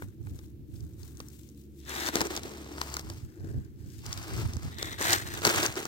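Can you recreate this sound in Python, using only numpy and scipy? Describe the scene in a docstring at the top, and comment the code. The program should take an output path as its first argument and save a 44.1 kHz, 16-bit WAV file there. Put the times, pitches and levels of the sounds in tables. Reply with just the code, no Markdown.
"""Fingers brush a brittle old catalogue page, close to two microphones outdoors, over a light breeze
and a faint low drone like an engine idling far away. Creases buckle with sharp snaps, a dull knock
sounds near the start, and gusts buffet the microphone ports. From about two seconds in, the page is
turned over and shaken out: it flexes, rubs and crackles as its fibres break in tiny fractures.
A low bump of wind or handling comes near 3.4 s."""
import sys
import numpy as np
from scipy import signal
from scipy.fft import rfft, irfft, next_fast_len
from scipy.io import wavfile
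from scipy.ndimage import uniform_filter1d

SR = 44100
rng = np.random.default_rng(int(sys.argv[2]) if len(sys.argv) > 2 else 0)


def store_pcm(level_fs):
    """Save levels as 16-bit WAV."""
    pcm = np.round(np.clip(level_fs, -1, 1) * 32767).astype(np.int16)
    wavfile.write(sys.argv[1], SR, np.atleast_2d(pcm).T)


N = 258867
TIME = np.arange(N) / SR
SIZE = next_fast_len(N)
FREQ = np.maximum(np.arange(SIZE // 2 + 1) * SR / SIZE, 1)
CUTOFF_HZ = 15900


def from_db(db):
    """Decibels to gain."""
    return 10 ** (np.asarray(db) / 20)


def pan(left_db):
    """Stereo gains that put the left side this far above the right."""
    return from_db([[left_db / 2], [-left_db / 2]])


def rms_one(x):
    """Scale to an rms of 1."""
    return x / np.sqrt(np.mean(x ** 2) + 1e-20)


def levelled(x, size):
    """Hold the rms at 1 over stretches of that many samples."""
    return x / np.sqrt(np.abs(uniform_filter1d(np.mean(x ** 2, axis=0), size)) + 1e-12)


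def automation(points):
    """A breakpoint curve at every sample."""
    return np.interp(TIME, *np.transpose(points))


def colour(points, hz=FREQ):
    """Gain of an EQ curve at the given frequencies."""
    at, db = np.transpose(points)
    return from_db(np.interp(np.log(hz), np.log(at), db))


def bell(hz, centre_hz, db, octaves):
    """Gain of one resonance or dip."""
    return from_db(db * np.exp(-(np.log2(hz / centre_hz) / octaves) ** 2))


def band(x, low_hz, high_hz):
    """One steep-edged band of a sound."""
    gain = 1 / np.sqrt((1 + (low_hz / FREQ) ** 12) * (1 + (FREQ / high_hz) ** 12))
    return irfft(rfft(x, SIZE) * gain, SIZE)[:, :N]


def drift(rate_hz):
    """Slow random modulation with an rms of 1."""
    hop, settle = 40, 2000
    r = np.exp(-2 * np.pi * rate_hz * hop / SR)
    slow = signal.lfilter([1], [1, -2 * r, r * r], rng.standard_normal(N // hop + settle + 2))[settle:]
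    return np.interp(np.arange(N) / hop, np.arange(len(slow)), rms_one(slow))


def swell(start_s, length_s, attack_db_per_s, release_db_per_s, ramp_db=0):
    """Envelope of one movement: it rises, ramps by ramp_db over its length, and dies away."""
    t = TIME - start_s
    progress = np.clip(t / max(length_s, 1e-3), 0, 1)
    fade_db = attack_db_per_s * np.maximum(-t, 0) + release_db_per_s * np.maximum(t - length_s, 0)
    return from_db(ramp_db * progress - fade_db)


def port_noise(gain, alike, lead_s=0):
    """Coloured noise at the two ports: a shared part, lead_s later on the right, plus each one's own."""
    shared, *own = rfft(rng.standard_normal((3, SIZE)))
    arrival = np.exp(-2j * np.pi * FREQ * np.array([[0], [lead_s]]))
    pair = np.sqrt(alike) * shared * arrival + np.sqrt(1 - alike) * np.array(own)
    return rms_one(irfft(gain * pair, SIZE)[:, :N])


# Light finger strokes: (start [s], length [s], crackle level [dB], rub send [dB])
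FINGER_SLIDES = [(0.0, 0.019, -55.5, -5), (0.258, 0.18, -61.5, -10), (0.741, 0.025, -60, -15),
                 (0.802, 0.11, -65.5, -9), (1.007, 0.086, -57, -10), (1.178, 0.1, -59.5, -6.5),
                 (1.336, 0.026, -57, -21), (1.39, .09, -61.5, -19), (1.575, 0.031, -62, -23),
                 (1.787, 0.11, -59.5, -22), (3.135, 0.074, -57.5, -5.5), (3.296, 0.35, -67.5, 0.5),
                 (3.467, 0.036, -62.5, 1), (3.8, .08, -65.5, -6.5), (3.906, 0.27, -57.5, -14)]

def finger_slides():
    """Power envelopes of rub and crackle as fingers slide over the page without flexing it."""
    rub = crackle = 0
    for start_s, length_s, level_db, rub_db in FINGER_SLIDES:
        gain = from_db(level_db) * swell(start_s, length_s, attack_db_per_s=264, release_db_per_s=153)
        rub += (from_db(rub_db) * gain) ** 2
        crackle += gain ** 2
    return rub, crackle


# Tone of the paper: (frequency [Hz], gain [dB])
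PAPER_EQ = [(200, -2), (340, 9), (520, -7.5), (900, -7), (1300, -6.5), (1800, -10.5), (2300, -7),
            (3000, -16.5), (4500, -17.5), (6500, -13.5), (8400, -13), (10100, -20.5), (12500, -15.5),
            (15500, -16.5)]
# Poses of the sheet, each cupping the air in its own way: (start [s], left port's lead [s],
# left over right [dB], hollow [Hz], hollow gain [dB], ring [Hz], ring gain [dB], treble shelf [dB])
SHEET_POSES = [ (0, 0.00019, 9, 1560, 4, 3870, 4, 2.5), (1.8, 0.00029, 4, 1770, 8.5, 3800, 6, -7.5),
               (2.138, 0.00022, 1, 1440, 0, 4070, 2, -11), (2.74, .00021, 3, 1030, 2.5, 4730, 5, -6.5),
               (3.22, 0.00028, 8, 1640, 10, 4860, 3.5, -2.5), (4.0, 0.00021, 2, 1420, 1, 4700, 3.5, -9.5),
               (4.72, 0.00035, 2.5, 1930, 10, 3660, 14, -5), (4.98, 0.00034, 2, 1750, 8.5, 4000, 5.5, -7),
               (5.358, 0.0002, 0.5, 1530, 4, 5250, -3.5, -12)]

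def sheet_friction():
    """Friction noise, coloured and panned by each pose in turn, with its echo from the ground."""
    out = np.zeros((2, N))
    ends = [pose[0] for pose in SHEET_POSES[1:]] + [np.inf]
    shelf = 1 / (1 + (7000 / FREQ) ** 4)
    echo = from_db(-14) * np.exp(-2j * np.pi * FREQ * 0.009) / (1 + 1j * FREQ / 12000)  # 9 ms late
    dip = bell(FREQ, 2360, db=-4.5, octaves=0.18)  # the sheet radiates weakly between hollow and ring
    paper = colour(PAPER_EQ) * dip * (1 + echo)
    for pose, end in zip(SHEET_POSES, ends):
        start, lead_s, left_db, hollow_hz, hollow_db, ring_hz, ring_db, treble_db = pose
        hollow = bell(FREQ, hollow_hz, hollow_db, octaves=0.26)
        ring = bell(FREQ, ring_hz, ring_db, octaves=0.22)
        tone = paper * hollow * ring * from_db(treble_db * shelf)
        noise = port_noise(tone, alike=0.78 / (1 + FREQ / 9000), lead_s=lead_s)
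        crossfade = uniform_filter1d(1. * ((TIME >= start) & (TIME < end)), size=1500)
        out += np.sqrt(np.abs(crossfade)) * noise * pan(left_db)
    return out


def fractures(per_s, spread_db):
    """Energies of tiny fibre breaks: they come in clumps, many small and a few large."""
    born = rng.random(N) < per_s * from_db(4 * drift(18)) / SR
    return born * from_db(spread_db * np.minimum(rng.exponential(1, N), 3.5)) ** 2


def grain(breaks, decay_s, smooth):
    """Gritty envelope of mean power near 1: each break swells and dies over a bed of smooth friction."""
    r = np.exp(-1 / (decay_s * SR))
    strengths = breaks * from_db(6.4 * rng.standard_normal(N))
    power = signal.lfilter([1], [1, -2 * r, r * r], strengths + 1e-18)
    power /= uniform_filter1d(power, size=3000) + 1e-9
    return np.sqrt(smooth + (1 - smooth) * np.abs(power))


# Blend from crumpling to smooth sliding: (time [s], share of smooth friction [0-1])
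SMOOTHNESS = [(0, 0.12), (1.97, 0.59), (2.12, 0.41), (4.35, 0.43), (5.2, 0.23)]

def rustle():
    """The same breaks shake the lows, mid rub and high crackle; the wide, slow bends ring longest."""
    low_gain, rub_gain, crackle_gain = handling()
    smooth = automation(SMOOTHNESS)
    breaks = fractures(per_s=540, spread_db=2.5)
    sheet = sheet_friction()
    lows = levelled(band(sheet, 222, 587), size=2500)
    mids = levelled(band(sheet, 598, 2034), size=2000)
    highs = levelled(band(sheet, 2520, SR / 2), size=2000)
    fine = band(highs, 5200, SR / 2)  # the finest fibres break with strengths of their own
    body = lows * grain(breaks, decay_s=0.0018, smooth=smooth / 2)
    rub = mids * grain(breaks, decay_s=0.00094, smooth=smooth)
    crackle = (highs - fine) * grain(breaks, decay_s=0.0016, smooth=smooth)
    crackle += fine * grain(breaks, decay_s=0.00093, smooth=smooth)
    return low_gain * body + rub_gain * rub + crackle_gain * crackle


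def handling():
    """Faders for lows, rub and crackle: slides, bends and the bump add in power."""
    slide_rub, slide_crackle = finger_slides()
    low_power, friction = bends_and_bump()
    low = from_db(-0.5) * np.sqrt(low_power)
    rub = from_db(-1.5) * np.sqrt(slide_rub + friction)
    crackle = np.sqrt(slide_crackle + friction)
    return low, rub, crackle


# Partials of the hum, ahead of its fader: (frequency [Hz], level [dB])
HUM_PARTIALS = [(70.8, -58.5), (141.6, -67), (212, -68)]
# Fader ride that swells and fades the hum: (time [s], gain [dB])
HUM_FADER = [(0, -1.5), (1.55, 5.5), (3.1, 9.5), (3.4, -41), (5.87, -4)]
# Tone of the rumble around the hum: (frequency [Hz], gain [dB])
RUMBLE_EQ = [(20, -15), (65, -3), (130, -0.5), (185, -8), (250, -4), (325, 2), (390, -8), (480, -17.5),
             (620, -32), (1200, -74)]

def far_drone(rumble_db, waver):
    """A slightly wavering hum in a steady rumble, like an engine idling far away."""
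    wavering_time = np.cumsum(1 + waver * drift(1.85)) / SR
    hum = 0
    for hz, db in HUM_PARTIALS:
        peak = np.sqrt(2) * from_db(db + 2.2 * drift(0.93))
        hum += peak * np.sin(2 * np.pi * (hz * wavering_time + rng.random()))
    rumble = from_db(rumble_db) * port_noise(colour(RUMBLE_EQ), alike=0.78)
    return from_db(automation(HUM_FADER)) * hum + rumble


# Tone of the air bed: (frequency [Hz], gain [dB])
AIR_EQ = [(300, 10), (1000, 4), (2500, 5.5), (7000, 0.5), (10000, -2), (12500, 5.5), (15500, 5)]

def air_hiss(level_db):
    """The faint, wide hiss of still air."""
    return from_db(level_db) * port_noise(colour(AIR_EQ), alike=0)


# Tone of eddies on the ports: (frequency [Hz], gain [dB])
WIND_EQ = [(20, -21), (45, -7), (75, 3.5), (110, 5), (160, -6.5), (240, -10.5), (400, -29), (800, -40),
           (2000, -74)]
# The continuous breeze: (time [s], level [dB])
BREEZE_LEVEL = [(0, -57), (1.0, -48.5), (1.6, -63.5), (2.35, -50.5), (2.7, -57.5), (3.35, -58),
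                (3.7, -47.5), (4.2, -43.5), (4.9, -46.5), (5.25, -41.5), (5.87, -57)]
# Gusts on top of it: (start [s], length [s], level [dB])
GUST_CUES = [(0.025, 0.061, -44.5), (0.207, 0.12, -36.5), (0.43, 0.021, -43), (0.71, 0.14, -44.5),
             (3.045, 0.14, -41.5), (3.232, 0.031, -40), (3.416, 0.17, -37.5), (4.339, 0.13, -34.5),
             (4.488, 0.1, -40), (4.638, 0.036, -37.5), (5.13, .025, -38), (5.432, 0.024, -40.5),
             (5.566, 0.14, -40.5)]

def wind(flutter_db):
    """Gusts ride on a breeze; their eddies strike the two ports almost independently."""
    eddies = levelled(port_noise(colour(WIND_EQ), alike=0.14), size=2200)
    power = from_db(automation(BREEZE_LEVEL)) ** 2
    for start_s, length_s, level_db in GUST_CUES:
        gust = from_db(level_db) * swell(start_s, length_s, attack_db_per_s=594, release_db_per_s=294)
        power += gust ** 2
    return np.sqrt(power) * from_db(flutter_db * drift(14.3)) * eddies


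def burst(gain, swell_s, tail_db, tail_s, alike, lead_s=0.000253):
    """A quick burst of noise with a weak tail, reaching the left port first."""
    t = np.arange(2 * (len(gain) - 1)) / SR
    shared, *own = irfft(gain * rfft(rng.standard_normal((3, len(t)))))
    noise = np.sqrt(alike) * shared + np.sqrt(1 - alike) * np.array(own)
    run = (t / swell_s) ** 2 * np.exp(2 - 2 * t / swell_s)
    tail = from_db(tail_db) * (1 - np.exp(-t / swell_s)) * np.exp(-t / tail_s)
    left, right = (run + tail) * noise
    pair = np.array([left, np.interp(t - lead_s, t, right)])
    return rms_one(pair) * np.sqrt(0.002 / t[-1])  # the energy of rms 1 held for 2 ms


# Tones of a hit's bright crack and of its low pop: (frequency [Hz], gain [dB])
CRACK_EQ = [(700, -21), (1500, 4.5), (2400, -1.5), (4000, 5.5), (6000, 9), (8300, 0.5), (10200, -3),
            (13000, -8), (15800, -3)]
POP_EQ = [(120, -21), (220, 1.5), (360, -2), (600, -8.5), (1400, -7), (2100, -9.5), (4000, -29)]
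# Crease snaps, plus a dull low knock at 0.269 s, ahead of the trims:
# (time [s], crack level [dB], crack pitch [Hz], pop level [dB])
SNAPS_AND_KNOCK = [(0.021, -67, 2000, -30), (0.269, -61, 1400, -43), (0.3896, -47.5, 4840, -43),
                   (0.8053, -50.5, 5700, -73), (1.0322, -47.5, 4470, -61), (1.171, -46, 7800, -64),
                   (1.202, -37.5, 3930, -32.5), (1.2845, -43.5, 13600, -63), (1.489, -51.5, 8400, -68),
                   (2.062, -29, 4540, -43), (2.0863, -27, 4020, -21), (2.1552, -19, 4000, -16),
                   (2.1681, -31, 3400, -22), (2.206, -24, 4600, -19.5), (2.214, -22.5, 5300, -16),
                   (2.2687, -33.5, 7500, -32), (2.364, -26, 4670, -50), (2.375, -29.5, 3820, -31),
                   (2.433, -35.5, 4460, -40), (2.781, -41, 4800, -30), (2.814, -24.5, 4840, -21),
                   (2.9403, -27.5, 6400, -38), (2.967, -26.5, 5000, -25), (2.9935, -35, 5000, -58),
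                   (3.0996, -35, 3430, -36), (4.0633, -34, 5500, -46), (4.1281, -26, 4700, -59),
                   (4.175, -35, 4530, -42), (4.5341, -36, 5300, -66), (4.5672, -39, 5470, -38),
                   (4.7846, -35.5, 3780, -56), (4.8267, -24.5, 3500, -27), (4.9863, -40, 4500, -35),
                   (5.011, -29, 7100, -22), (5.051, -32, 4930, -27), (5.1294, -16, 3570, -24),
                   (5.1322, -15, 6840, -33), (5.418, -38, 3360, -29), (5.4503, -13.5, 4660, -13.5),
                   (5.4675, -19, 4660, -15), (5.4733, -25, 5000, -19), (5.5457, -32, 2800, -22),
                   (5.6293, -22.5, 5050, -24), (5.6623, -19.5, 6070, -37), (5.755, -37, 5060, -36),
                   (5.853, -30, 6350, -26)]

def snaps_and_knock(crack_trim_db, pop_trim_db):
    """In a snap, a stiff facet by a buckling crease cracks and the sheet pops; the knock is a low thud."""
    size = 4096
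    out = np.zeros((2, N + size))
    hz = np.maximum(np.arange(size // 2 + 1) * SR / size, 1)
    for time_s, crack_db, pitch_hz, pop_db in SNAPS_AND_KNOCK + small_creases():
        facet = bell(hz, pitch_hz, db=6, octaves=0.41) * (hz < CUTOFF_HZ)
        facet /= 1 + (0.44 * pitch_hz / hz) ** 4  # a facet radiates little far below its pitch
        crack = burst(colour(CRACK_EQ, hz) * facet, swell_s=.0009, tail_db=-15, tail_s=.0045, alike=.65)
        pop = burst(colour(POP_EQ, hz), swell_s=.0016, tail_db=-5, tail_s=.007, alike=.92)
        hit = from_db(crack_db + crack_trim_db) * crack + from_db(pop_db + pop_trim_db) * pop
        at = int(time_s * SR)
        out[:, at:at + size] += hit
    return out[:, :N]


def small_creases(per_s=13, low_hz=4520, high_hz=12000):
    """Extra hits: small creases tick at random, following the level of the crackle."""
    crackle_db = 20 * np.log10(handling()[2] + 1e-9)
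    draws = rng.random((200, 4))
    times = np.cumsum(0.5 + draws[:, 0]) / per_s
    levels_db = np.interp(times, TIME, crackle_db) + 6
    pitches_hz = low_hz * (high_hz / low_hz) ** draws[:, 3]
    pops_db = levels_db - 11
    return [hit for hit in zip(times, levels_db, pitches_hz, pops_db) if hit[0] < TIME[-1]]


# Page bends, plus a low wind or handling bump near 3.4 s:
# (start [s], length [s], opening level [dB], ramp [dB], low send [dB])
BENDS_AND_BUMP = [(1.892, .19, -42, 7, -6), (2.152, 0.064, -35.5, -5, 2), (2.237, 0.016, -43.5, 3.5, 9),
                  (2.304, 0.07, -43, 1.5, 1), (2.438, 0.17, -48, -7, 5.5), (2.58, 0.21, -56.5, 5.5, 6),
                  (2.808, 0.19, -47.5, 0.5, -6.5), (3.048, 0.093, -55, -2.5, 4.5),
                  (3.402, 0.0088, -67.5, -5, 23.5), (3.445, 0.1, -71, -3, 25), (4.057, 0.2, -49.5, 1, -18),
                  (4.274, .14, -48, 4, 1.5), (4.428, 0.19, -48, -11.5, 0), (4.624, 0.25, -51, -7, -2.5),
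                  (4.798, 0.14, -43.5, -0.5, -6.5), (5.01, 0.12, -34, 7, -11.5),
                  (5.139, 0.079, -31.5, -10, -10.5), (5.255, .13, -46, 4.5, -4),
                  (5.453, 0.043, -28.5, 0.5, -3), (5.521, 0.14, -31, -0.5, -4.5),
                  (5.685, 0.27, -46, -1, -7), (5.777, 0.019, -39.5, 1, 3)]

def bends_and_bump():
    """Power envelopes of lows and friction: a bend flexes and rubs the sheet; the bump is mostly lows."""
    low = friction = 0
    for start_s, length_s, level_db, ramp_db, low_db in BENDS_AND_BUMP:
        envelope = swell(start_s, length_s, attack_db_per_s=509, release_db_per_s=390, ramp_db=ramp_db)
        gain = from_db(level_db) * envelope
        low += (from_db(low_db) * gain) ** 2
        friction += gain ** 2
    return low, friction


def scene():
    """The paper a little to the left, the wind leaning right, the far background all round."""
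    paper = rustle() + snaps_and_knock(crack_trim_db=-1, pop_trim_db=-3) * pan(left_db=2.5)
    buffeting = wind(flutter_db=3) * pan(left_db=-2.4)
    return paper + buffeting + far_drone(rumble_db=-52, waver=0.0051) + air_hiss(level_db=-70.5)


def record(dry):
    """A steep high cut on the whole mix."""
    return signal.sosfilt(signal.ellip(12, .1, 90, CUTOFF_HZ, fs=SR, output="sos"), dry)


dry = scene()
out = record(dry)
store_pcm(out)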